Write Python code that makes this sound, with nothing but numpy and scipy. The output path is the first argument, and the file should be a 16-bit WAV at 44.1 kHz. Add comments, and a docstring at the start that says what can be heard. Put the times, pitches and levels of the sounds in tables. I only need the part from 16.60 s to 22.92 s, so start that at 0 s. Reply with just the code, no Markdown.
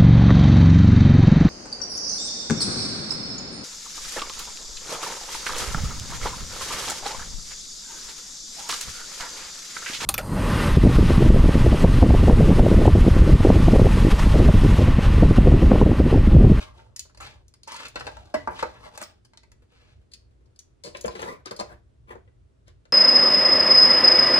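"""Tongs in a baking pan, then on a worktop

Steel tongs click, knock and scrape in a meat-laden pan, then are put down and slid on a worktop.
Hits drive ringing modes; scrapes are dense grit ticks through the same modes; something light rocks to rest.
An appliance hums in a small kitchen, with close and room echoes, heard by two spaced microphones.
"""
import sys
import numpy as np
from scipy import signal
from scipy.fft import rfft, irfft, next_fast_len
from scipy.io import wavfile
from scipy.ndimage import uniform_filter1d

SR = 44100
rng = np.random.default_rng(int(sys.argv[2]) if len(sys.argv) > 2 else 0)


def master(y):
    """Save y as 16-bit WAV."""
    cut = np.clip(np.atleast_2d(y).T, -1, 1)
    pcm = np.round(cut * 32767)  # scale
    wavfile.write(sys.argv[1], SR, pcm.astype(np.int16))


N = 278844  # length in samples
PUT_DOWN_S = 3.45  # pan before this, worktop after
# All levels below are ahead of the overall treble colour and its flat gain.


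def amp(db):
    """Turns dB into gain."""
    return 10 ** (np.asarray(db) / 20)


def unit(x):
    """Scales to rms 1."""
    return x / np.sqrt(np.mean(x ** 2) + 1e-20)


def read(points, hz):
    """Draws a curve through table points on a log-frequency axis."""
    point_hz, value = np.transpose(points)
    return np.interp(np.log(hz + 1), np.log(point_hz + 1), value)


def add(mix, start_s, sound):
    """Mixes a sound in at its start time, cut off at the end of the mix."""
    part = mix[..., round(start_s * SR):][..., :sound.shape[-1]]
    part += sound[..., :part.shape[-1]]


def shaped(x, gain):
    """Equalises x by multiplying its spectrum by gain(hz)."""
    size = next_fast_len(x.shape[-1])
    spectrum = rfft(x, size) * gain(np.fft.rfftfreq(size, 1 / SR))
    return irfft(spectrum, size)[..., :x.shape[-1]]


def hump(hz, centre_hz, db, octaves):
    """Bell of dB around a pitch."""
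    return db * np.exp(-(np.log2((hz + 1) / centre_hz) / octaves) ** 2)


def band(low_hz, high_hz, order=3):
    """Band-pass sections, with the top edge held to 20 kHz."""
    return signal.butter(order, [low_hz, min(high_hz, 20000)], "band", fs=SR, output="sos")


def resonate(x, hz, width_hz):
    """Moving resonance: shifts the pitch curve down to zero, smooths, and shifts back."""
    turn = np.exp(2j * np.pi * np.cumsum(hz) / SR)
    pole = np.exp(-np.pi * width_hz / SR)
    smooth = signal.lfilter([1 - pole], [1, -pole], x / turn + 1e-18)
    return 2 * (turn * smooth).real


# How alike left and right noise are: pitch_hz, likeness (1 same, 0 unrelated, negative opposed)
LIKENESS = [(60, 0.96), (240, 0.15), (950, -0.29), (3770, 0.27), (15000, 0.11)]


def noise(spectrum):
    """Stereo noise at rms 1, nearly identical in both channels only in the deep bass."""
    left, other = rng.standard_normal((2, N))

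    def same(hz):
        return np.clip(read(LIKENESS, hz), -1, 1)

    right = shaped(left, same) + shaped(other, lambda hz: np.sqrt(1 - same(hz) ** 2))
    return unit(shaped(np.array([left, right]), lambda hz: amp(read(spectrum, hz))))


# Rumble level curve, before its random waver: time_s, level_db
RUMBLE_LEVEL = [(0.0, -55), (0.53, -65), (0.63, -56), (0.95, -70), (1.25, -68.5), (1.43, -50), (1.72, -64),
                (1.9, -56), (2.8, -68), (2.961, -59), (3.131, -76), (3.189, -64.5), (4.19, -67),
                (4.49, -52), (4.52, -61.5), (5.669, -62), (5.7, -65), (6.32, -64.5)]
# Colour of the air and handling rumble: pitch_hz, relative_db
RUMBLE_COLOUR = [(12, -63.5), (20, -27), (41, -6.5), (59, 5), (92, -1.5), (123, -1.5), (145, -15),
                 (170, -38), (220, -57), (370, -120)]
# Colour of the quiet air: pitch_hz, relative_db
AIR_COLOUR = [(59, -11.5), (100, -10), (132, -8), (167, -9.5), (291, -12.5), (376, -11), (552, -19.5),
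              (628, -18), (729, -25), (1480, -29), (1870, -32), (9470, -42.5), (16500, -77)]
# Appliance hum partials: pitch_hz, rms_db
HUM_PARTIALS = [(59.4, -91.5), (118.8, -98)]
AIR_DB = -71.5  # rms
RUMBLE_WAVER_DB = 2.5  # rms of the random waver


def background():
    """Steady quiet air, a wavering low rumble and an appliance hum of pure sines."""
    t = np.arange(N) / SR
    time_s, level_db = np.transpose(RUMBLE_LEVEL)
    hum = sum(amp(db) * np.sqrt(2) * np.sin(2 * np.pi * (hz * t + rng.random())) for hz, db in HUM_PARTIALS)
    waver = uniform_filter1d(rng.standard_normal(N), size=3000)
    waver = unit(uniform_filter1d(waver, size=3000))
    air = amp(AIR_DB) * noise(AIR_COLOUR)
    rumble = amp(np.interp(t, time_s, level_db) + RUMBLE_WAVER_DB * waver) * noise(RUMBLE_COLOUR)
    return air + rumble + hum


QUICK, LINGER_DB = .5, -11  # the strong partner dies in this share of t60; the weak one takes it all


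def rings(modes, longest_s):
    """Each mode is a close pair of dying sines: a strong quick one and a weak lasting one."""
    hz, db, t60_s = np.transpose(modes)[:, :, None]
    t = np.arange(6144) / SR
    fall_db = 60 * t / np.clip(t60_s, .01, longest_s)
    quick = amp(db - fall_db / QUICK) * np.sin(2 * np.pi * hz * .997 * t)
    linger = amp(db + LINGER_DB - fall_db) * np.sin(2 * np.pi * hz * 1.004 * t)
    return quick + linger


# Sliding strokes: start_s, rise_s, hold_s, release_s, drag_db, tips_db (bright tips or rustle),
# rub_hz (pitch of the rub at full press, before wander)
STROKE_MOVES = [(0.0, 0.00041, 0.027, 0.1, -45, -46.5, 1334), (0.136, 0.037, 0.0083, 0.2, -60, -62, 692),
                (0.598, 0.0048, 0.06, 0.13, -51.5, -49, 1133), (1.068, 0.014, .12, 0.02, -57.5, -48, 1090),
                (1.185, 0.049, 0.035, 0.012, -48, -44.5, 1433),
                (1.342, 0.065, 0.0063, 0.019, -44, -43.5, 823),
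                (1.419, 0.039, 0.036, 0.034, -50.5, -52, 743), (1.508, 0.013, 0.0059, 0.37, -56, -57, 723),
                (1.741, 0.0028, 0.0085, 0.23, -54.5, -54, 1014),
                (1.899, 0.0092, 0.0046, 0.066, -45, -90, 957),
                (1.926, 0.074, 0.014, 0.032, -50, -42.5, 1073),
                (2.048, 0.0094, 0.014, 0.463, -56.5, -58.5, 1070),
                (2.194, 0.064, 0.0081, 0.043, -51.5, -54.5, 1150),
                (2.313, 0.037, 0.0097, 0.017, -59, -57.5, 900),
                (2.395, 0.011, 0.0052, 0.15, -60, -50.5, 911), (3.074, 0.046, 0.2, 0.11, -76.5, -70.5, 638),
                (4.246, 0.013, 0.012, 0.043, -46, -50.5, 490),
                (4.336, 0.014, 0.0043, 0.19, -52.5, -52.5, 490),
                (4.503, 0.0036, 0.014, 0.078, -61.5, -58, 518),
                (4.519, 0.078, 0.045, 0.032, -44, -47.5, 655), (4.645, 0.02, 0.055, 0.06, -41.5, -55, 1088),
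                (4.851, 0.021, 0.0049, 0.034, -60.5, -48, 483),
                (4.909, 0.0037, 0.004, 0.03, -43, -83, 531.5), (5.008, 0.004, .03, 0.053, -60.5, -67, 629),
                (5.06, 0.059, 0.013, 0.038, -51, -71.5, 835), (5.471, 0.022, 0.027, 0.045, -50.5, -90, 970),
                (6.061, 0.014, 0.0047, 0.07, -72.5, -64.5, 616)]
TOUCH_DB, LIFT_DB = -15.5, -22  # drag at first touch and at lift-off, relative to the full press
TIPS_STEEP = 1.34  # tips change this many dB per dB of drag
SAG_OCTAVES = .35  # the rub drops in pitch as the press eases


def press():
    """Each stroke presses in, holds and eases off; gives drag gain, tips gain and rub pitch."""
    drag, tips, pull = np.zeros((3, N))
    t = np.arange(N) / SR
    for start_s, rise_s, hold_s, release_s, drag_db, tips_db, hz in STROKE_MOVES:
        corner_s = start_s + np.cumsum(np.abs([0, rise_s, hold_s, release_s]))
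        press_db = np.interp(t, corner_s, [TOUCH_DB, 0, 0, LIFT_DB])
        edge_s = np.minimum(t - corner_s[0] + 0.00033, corner_s[-1] - t + 0.034)
        window = np.clip(edge_s / 0.0028, 0, 1)
        stroke_drag = window * amp(drag_db + press_db)
        drag += stroke_drag
        tips += window * amp(tips_db + TIPS_STEEP * press_db)
        pull += stroke_drag * hz * 2 ** (-SAG_OCTAVES * press_db / LIFT_DB)
    rub_hz = np.maximum(pull / (drag + 1e-9), 300)  # overlapping strokes share the pitch by strength
    return drag, tips, rub_hz


# Ringing modes of pan, worktop and tongs: pitch_hz (centre of each close pair), relative_db,
# t60_s (of the lingering partner, before the cap set by the caller)
PAN_MODES = [(228, -12, .1), (318, -13, .07), (500, -6, .08), (620, -1.5, .08), (820, -8, .06),
             (910, -3, .08), (975, -9, .14), (1090, -8, .06), (1175, -5, .07), (1310, -9, .06),
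             (1380, -7, .06), (1490, -11, .06), (1600, -5, .09), (1800, -11, .07), (1952, -8, .21),
             (2025, -12, .12), (2155, -15, .09), (2300, -20, .08), (2600, -23, .06)]
WORKTOP_MODES = [(200, -5, .08), (365, -7, .14), (470, 0, .11), (555, -5, .07), (600, -3, .08),
                 (720, -7, .05), (807, -8, .06), (1020, -5, .08), (1220, -11, .05), (1430, -12, .06),
                 (2000, -13, .06), (2570, -17, .05)]
TONGS_MODES = [(3030, -12, .06), (3715, -12, .06), (4100, -8, .05), (4255, -6, .08), (4415, -4, .08),
               (4600, -6, .06), (4855, -5, .05), (5050, -3, .06), (5310, -6, .05), (5680, -8, .05),
               (6020, -4, .05), (6570, -7, .06), (6800, -1, .09), (7120, -7, .06), (7610, -9, .05),
               (7930, -10, .05), (8490, -9, .05), (9750, -14, .04), (10550, -15, .04), (11330, -16, .04)]
# Colour of the scraping grit: pitch_hz, relative_db
GRIT_COLOUR = [(59, -44.5), (100, -8), (194, 6), (384, -13.5), (602, 4.5), (761, 0), (1030, 17), (1990, 5),
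               (4000, -1.5), (7000, -11.5), (12000, -28.5), (15500, -33.5), (16500, -55)]
SPLIT_HZ = 1890  # the grit is drag below, tips above


def strokes():
    """Grit under a sliding contact: dense uneven ticks that ring the surface, the tongs and a moving rub tone."""
    drag, tips, rub_hz = press()
    t = np.arange(N) / SR
    ticks = amp(2.4 * np.minimum(rng.exponential(1, N), 3)) * rng.standard_normal(N)
    ticks = ticks * (rng.random(N) < 13000 / SR)  # about 13000 ticks a second
    clumps = unit(uniform_filter1d(rng.standard_normal(N), 250))
    ticks *= amp(1.5 * np.clip(clumps, -3, 2))  # clumps of grit
    catch = unit(uniform_filter1d(rng.standard_normal(N), size=900))
    ticks *= amp(1.3 * catch)  # the slide catches and slips
    grit = shaped(ticks, lambda hz: amp(read(GRIT_COLOUR, hz)))

    def ring(modes, longest_s):
        return unit(signal.oaconvolve(ticks, rings(modes, longest_s).sum(0))[:N])

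    surface = np.where(t < PUT_DOWN_S, ring(PAN_MODES, 0.08), ring(WORKTOP_MODES, 0.07))
    surface = unit(resonate(surface, rub_hz, 1000) + 0.62 * surface)  # modes near the rub ring most
    wander = unit(uniform_filter1d(rng.standard_normal(N), 1500))
    rub_hz = rub_hz * amp(0.9 * wander)
    rub = resonate(ticks, rub_hz, 150) + amp(-1.5) * resonate(ticks, 2 * rub_hz, 120)
    low_grit = unit(signal.sosfilt(band(90.0, SPLIT_HZ, order=2), grit))
    low = low_grit + amp(5.5) * surface + amp(3) * unit(rub)
    high_grit = unit(signal.sosfilt(band(SPLIT_HZ, 30000, order=2), grit))
    high = high_grit + amp(-23.0) * ring(TONGS_MODES, 0.0067)
    return drag * unit(low) + tips * unit(high)


BUILD_S = .0012  # a contact builds up before its main impact
SPREAD = 0.66  # after that build-up the swell lasts this share of the contact, counting 6 ms at most


def blow(ring, weight_db, contact_ms, peak_db, crack_db, crack, crack_ms, first):
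    """A main impact and a short rattle drive the clear modes; the many weak ones blur into a dying crack."""
    t = np.arange(ring.shape[1]) / SR
    a, b = rng.standard_normal((2, len(t)))
    build = np.minimum(t / (BUILD_S + contact_ms / 5000), 1) ** 2
    rattle = a * np.exp(-1000 * t / max(contact_ms, .2)) * build
    impact = np.arange(len(t)) == round(BUILD_S * SR)
    drive = rattle / np.linalg.norm(rattle) + first / (1 + contact_ms / 9.7) * impact
    signs = rng.choice([-1., 1.], len(ring))  # the spot moves with or against each mode
    body = (amp(weight_db) * signs) @ ring
    blur = rattle + 0.47 * b * np.exp(-1000 * t / (crack_ms + contact_ms)) * (t > BUILD_S)
    clear = unit(signal.fftconvolve(body, drive)[:len(t)])
    x = clear + amp(crack_db) * unit(signal.sosfilt(crack, blur))
    x = x * np.minimum(t / (BUILD_S + SPREAD * min(contact_ms, 6) / 1000), 1)
    loudest = uniform_filter1d(x ** 2, 128).max()
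    return amp(peak_db) * x / np.sqrt(loudest * 4)  # loudest 3 ms sits 6 dB under peak_db in rms


# Hits: start_s, tongs_db, knock_db (nominal peaks; the knock is filtered after), knock_hz (best-struck
# pitch), click_hz (click centre), contact_ms, favour_db (boost of that pitch),
# reach_octaves (top of the knock above that pitch)
HIT_LIST = [(0.19, -69, -51, 1400, 3000, 6, 11, 0.92), (0.361, -33.5, -51.5, 1870, 6150, 2, 25, .5),
            (0.3927, -27.5, -67, 2000, 6000, .7, 7, 0.41), (0.451, -62, -55.5, 690, 3200, 2.5, 7, 1),
            (0.4935, -71, -58.5, 1410, 5320, 5.1, 9, 0.53), (0.5455, -55.5, -55.5, 900, 3900, 3.5, 2, 1.1),
            (0.572, -50, -51, 890, 5000, 4.5, 8, 1.8), (0.602, -45.5, -38, 1287, 7060, 19.5, 18.5, 0.85),
            (0.88, -55, -77, 250, 6500, 1.2, 6, 2.4), (0.938, -51, -57, 2400, 5300, 0.56, -5, .4),
            (1.0318, -44, -67, 237, 4660, 0.67, 10, 1.9), (1.0727, -42.5, -39, 930, 5500, 11, 18, 0.37),
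            (1.1156, -41.5, -37.5, 1090, 5400, 14, 16, 1.6), (1.139, -40, -42.5, 955, 4630, 8.3, 23, 1.5),
            (1.162, -39.5, -45, 1310, 4630, 4.1, 14, .7), (1.1967, -47, -38, 1360, 5030, 16, 16, 0.82),
            (1.2515, -42, -41.5, 1410, 3900, 4.7, 32, .7), (1.281, -43, -50, 1410, 9400, 3.2, 12, 0.58),
            (1.3555, -34, -30.5, 500, 3750, 2.9, 7, 2.55), (1.358, -60, -27, 2155, 3720, 2.5, 9.5, 0.67),
            (1.396, -42, -70, 1600, 5000, 3, 10, 1.5), (1.4069, -49, -32.5, 1200, 4500, 1.3, 3, 0.92),
            (1.466, -40.5, -31.5, 700, 3720, 3.4, -1, 2.35), (1.473, -47, -30, 910, 4400, 3.6, 7.5, 0.88),
            (1.567, -49.5, -40.5, 940, 3520, 1.8, 13, 1.1), (1.654, -59, -56, 315, 4200, 2.5, 18, 3.9),
            (1.7395, -36, -20, 620, 4760, 5.9, 10, 1.41), (1.748, -58, -30, 1952, 3715, 4.3, 28, 0.76),
            (1.8727, -48, -20, 887, 4900, 1.8, 4.5, 0.44), (1.893, -75, -41, 975, 5260, 2.5, 17, 0.99),
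            (1.9885, -54, -35, 1100, 3670, 4, 17, 2.35), (2.0242, -36, -19.5, 752, 4250, 5.1, 13.5, 0.91),
            (2.147, -82, -49, 920, 5600, 26, 9, 1.25), (2.257, -76, -43.5, 710, 4400, 10, 33, 0.8),
            (2.349, -54.5, -50, 1100, 5000, 14, 18, 2.7), (2.3743, -37, -36, 1175, 6800, 2.6, 6, 2.1),
            (2.4131, -37.5, -34, 820, 9100, 3.2, 1.5, 1.14), (2.424, -39, -38, 1310, 8540, 4, 19, 0.65),
            (2.434, -38, -53, 1400, 5070, 3, 4.5, 1.1), (2.647, -56, -63, 1620, 5130, 5.5, -9, 0.45),
            (2.7329, -60.5, -51.5, 2330, 3860, 2.4, 16, 1.05),
            (2.7724, -44.5, -54, 2155, 3600, 0.74, 12, 0.23), (2.831, -58, -55, 2400, 3720, 3.9, 22, 0.42),
            (2.9163, -54.5, -56, 2100, 5560, 1.1, 9.5, 0.58),
            (3.5144, -53, -73.5, 1970, 4320, 12, 14.5, 0.57),
            (3.5334, -39.5, -73.5, 2590, 4600, 5.5, 14.5, .3),
            (3.856, -71.5, -64.5, 385, 4340, 6.8, 23, 1.2), (3.9588, -59, -81.5, 232, 4580, 2.4, 14.5, 3),
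            (3.9891, -40.5, -66, 2570, 5900, 2.1, 17.5, 0.25), (4.2357, -39, -48, 2000, 4880, 2.7, 15, .45),
            (4.242, -41.5, -38, 490, 4600, 30, 21, 1.8), (4.348, -65, -27, 2570, 2960, 0.72, 23, 0.1),
            (4.3687, -43, -66, 471, 5700, 2.2, 15, 1.6), (4.4097, -38.5, -60, 566, 6840, 2.2, 12, 1.6),
            (4.4387, -46, -52, 470, 6100, 1.6, 13, 2.5), (4.4426, -62, -21, 490, 3090, 12, 27, 2.17),
            (4.4548, -39.5, -34, 201, 6800, 12.3, 24, 1.86),
            (4.4789, -37.5, -27, 1020, 4500, 1.4, 20.5, 0.97), (4.551, -47, -34, 554, 4340, 3.4, 1, 2.07),
            (4.5911, -46.5, -33, 2000, 4500, 4.2, 5, 0.33), (4.6159, -43, -35, 1020, 6660, 4.3, 22, 1.2),
            (4.626, -57, -23.5, 2000, 4600, 0.73, 13, 0.24), (4.633, -64, -41.5, 200, 3000, 5.1, 23, 2.7),
            (4.857, -36.5, -38, 1250, 4900, 0.96, 24, 0.61), (4.862, -50, -38, 363, 3760, 2.8, 27, 1.8),
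            (4.9086, -37, -34, 500, 4600, 3, 2, 2.1), (4.961, -43.5, -52.5, 600, 5300, 8.5, 10, 1.5),
            (4.989, -39.5, -30.5, 1020, 3730, 10, 13, 0.37),
            (4.9968, -31.5, -27, 1030, 4000, 2.8, 15.5, 0.55), (5.006, -39, -26, 740, 5730, 0.66, 16, 1.27),
            (5.503, -66.5, -38.5, 807, 6570, 12, 5, 1.2), (5.551, -66.5, -40.5, 400, 3030, 6.1, 8.5, 1.4),
            (5.674, -87.5, -57, 1970, 4050, 6.2, 19, 0.42), (6.079, -55.5, -51.5, 448, 5800, 1.6, 3.5, 2.6),
            (6.2526, -61.5, -53.5, 1410, 3400, 1.15, 11.5, 0.56)]
TILT_DB = -4.05  # dB an octave around 700 Hz: higher modes of the surface are struck more weakly
HELD_T60_S, LOOSE_T60_S = .05, .06  # longest ring of the tongs in the hand and on the worktop
CRACK_DB, CRACK_SINK = 2.5, 0.52  # the more one mode is favoured, the less crack is left, dB per dB


def hits():
    """Each hit clicks the tongs and knocks the surface under them; the spot struck favours some modes."""
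    out = np.zeros(N)
    in_pan = PAN_MODES, rings(PAN_MODES, .26), rings(TONGS_MODES, HELD_T60_S)
    on_worktop = WORKTOP_MODES, rings(WORKTOP_MODES, .2), rings(TONGS_MODES, LOOSE_T60_S)
    for start_s, tongs_db, knock_db, knock_hz, click_hz, contact_ms, favour_db, reach in HIT_LIST:
        modes, surface, tongs = on_worktop if start_s > PUT_DOWN_S else in_pan
        hz = np.array(modes)[:, 0]
        spot_db = hump(hz, knock_hz, favour_db, 0.25) + TILT_DB * np.log2(hz / 700)
        top_hz = knock_hz * 2 ** max(reach, .1)
        crack_db = CRACK_DB - CRACK_SINK * favour_db
        crack = band(0.42 * knock_hz, top_hz, order=2)
        knock = blow(surface, spot_db, contact_ms, knock_db, crack_db, crack, 4.4, 3.8)
        knock = signal.sosfilt(band(55, 1.58 * top_hz, order=4), knock)
        knock = signal.sosfilt(band(0.31 * knock_hz, 20000, order=2), knock)  # far lower modes barely move
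        edge_db = hump(np.array(TONGS_MODES)[:, 0], click_hz, 13, 0.34)
        snap = band(.5 * click_hz, 1.9 * click_hz, order=2)
        click = blow(tongs, edge_db, contact_ms, tongs_db, -3.5, snap, 4.5, 2.2)
        add(out, start_s, knock + click)
    return out


# Modes of the light rocking thing: pitch_hz (centre of each close pair), relative_db,
# t60_s (of the lingering partner)
ROCK_MODES = [(490, 6, 0.23), (616, -10, 0.039), (383.8, -51.5, 0.042), (232, -8, 0.24)]
ROCK_S, ROCK_PERIOD_S = 3.0195, .0984  # first tap, time between taps
ROCK_DB, ROCK_FADE_DB = -63, -1.24  # nominal peak of the first tap, change per tap


def rocking(count=12):
    """Something light taps evenly, fading as the swing dies."""
    out = np.zeros(N)
    ring = rings(ROCK_MODES, .3)
    for k in range(count):
        tap_db = ROCK_DB + ROCK_FADE_DB * k
        tap = blow(ring, 0, 2.3, tap_db, 0, band(670, 2200, order=1), 13.7, 1.1)
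        add(out, ROCK_S + ROCK_PERIOD_S * k, tap)
    return out


CENTRED_HZ = 9000  # from here up both microphones hear the same level


def spaced(x, phase, left_db):
    """Sound reaches the two microphones with a phase and level gap that depend on pitch and place."""
    def gap(hz):
        lead = np.interp(hz, *np.transpose(phase))
        tilt = np.clip(np.minimum(hz / 450, 3 - 3 * hz / CENTRED_HZ), 0, 1)
        return 1j * lead + np.log(amp(left_db)) * tilt

    halves = np.array([[.5], [-.5]])  # half the gap to each side
    return shaped(x, lambda hz: np.exp(halves * gap(hz)))


def echoes(x, first, decays):
    """Sparse taps of random sign from sample `first` on, each band dying at its own speed."""
    taps = np.zeros((2, SR // 3))
    at = np.arange(first, SR // 3 - 20, 20)
    at = at + rng.integers(0, 20, (2, len(at)))
    np.put_along_axis(taps, at, rng.choice([-1., 1.], at.shape), 1)
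    hz, t, bins = signal.stft(taps, SR, nperseg=256)
    t60_s = np.maximum(read(decays, hz), .02)[:, None]
    tail = signal.istft(bins * amp(-60 * t / t60_s), SR, nperseg=256)[1]
    tail /= np.linalg.norm(tail, axis=1, keepdims=True)
    return signal.oaconvolve(x[None], tail, axes=1)[:, :N]


def shifting(x, first, decays, turns=2.303, count=2):
    """The hand keeps moving, so the sound turns between echo patterns."""
    turn = np.pi * turns * np.arange(N) / SR
    patterns = sum(echoes(x * np.cos(turn + np.pi * k / count), first, decays) for k in range(count))
    return patterns * np.sqrt(2 / count)


# Phase gap between microphones, from the pan and from the worktop: pitch_hz, left_lead_rad
PAN_GAP = [(0, 0), (300, -.5), (500, -1.5), (1300, -.9), (1950, -2.6), (2600, -1.6), (3400, -2.8),
           (4500, -2), (6000, -1.6), (8000, -1.1), (10000, 0), (12300, 1.7), (16500, 4)]
WORKTOP_GAP = [(0, 0), (520, 1.2), (900, 3.6), (1400, 3), (1980, 2.2), (2930, 3.7), (4390, 8), (5200, 9.6),
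               (6800, 10.9), (8000, 11.4), (10000, 12.6), (12300, 14.2), (16500, 16.5)]
PAN_SIDE_DB, WORKTOP_SIDE_DB = 2.5, 5  # left minus right where the level gap is widest
# Echo decay of steel walls and tiles close by: pitch_hz, t60_s
NEARBY_DECAY = [(300, 0.12), (8000, 0.051)]
# Echo decay of the kitchen: pitch_hz, t60_s
KITCHEN_DECAY = [(200, 0.36), (1000, 0.26), (4000, 0.28), (10000, 0.21)]


def scene():
    """Mixes direct sound, close echoes, the kitchen and its background."""
    near = signal.sosfilt(band(110, 22000), hits() + strokes() + rocking())
    early = np.arange(N) < PUT_DOWN_S * SR
    pan = spaced(near * early, PAN_GAP, PAN_SIDE_DB)
    worktop = spaced(near * ~early, WORKTOP_GAP, WORKTOP_SIDE_DB)
    mono = signal.sosfilt(band(170, 11000, order=1), near)
    close = amp(-6) * shifting(mono, 40, NEARBY_DECAY)
    kitchen = amp(-8.0) * shifting(mono, 300, KITCHEN_DECAY)
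    return pan + worktop + close + kitchen + background()


# Overall treble colour: flat gain below the first point, deep dip at 13-14.6 kHz,
# narrow peak near 15.2 kHz: pitch_hz, gain_db
TREBLE_COLOUR = [(10000, 5.5), (12400, 3), (13000, -20), (14600, -30.5), (15200, 24.5), (15800, -6.5),
                 (16400, -25)]
EDGE_HZ = 16700  # top of the band


def record(dry):
    """Applies the treble colour, then a steep low-pass."""
    coloured = shaped(dry, lambda hz: amp(read(TREBLE_COLOUR, hz)))
    lowpass = signal.firwin(511, EDGE_HZ, window=("kaiser", 9), fs=SR)
    return signal.oaconvolve(coloured, lowpass[None], "same")


dry = scene()
out = record(dry)
master(out)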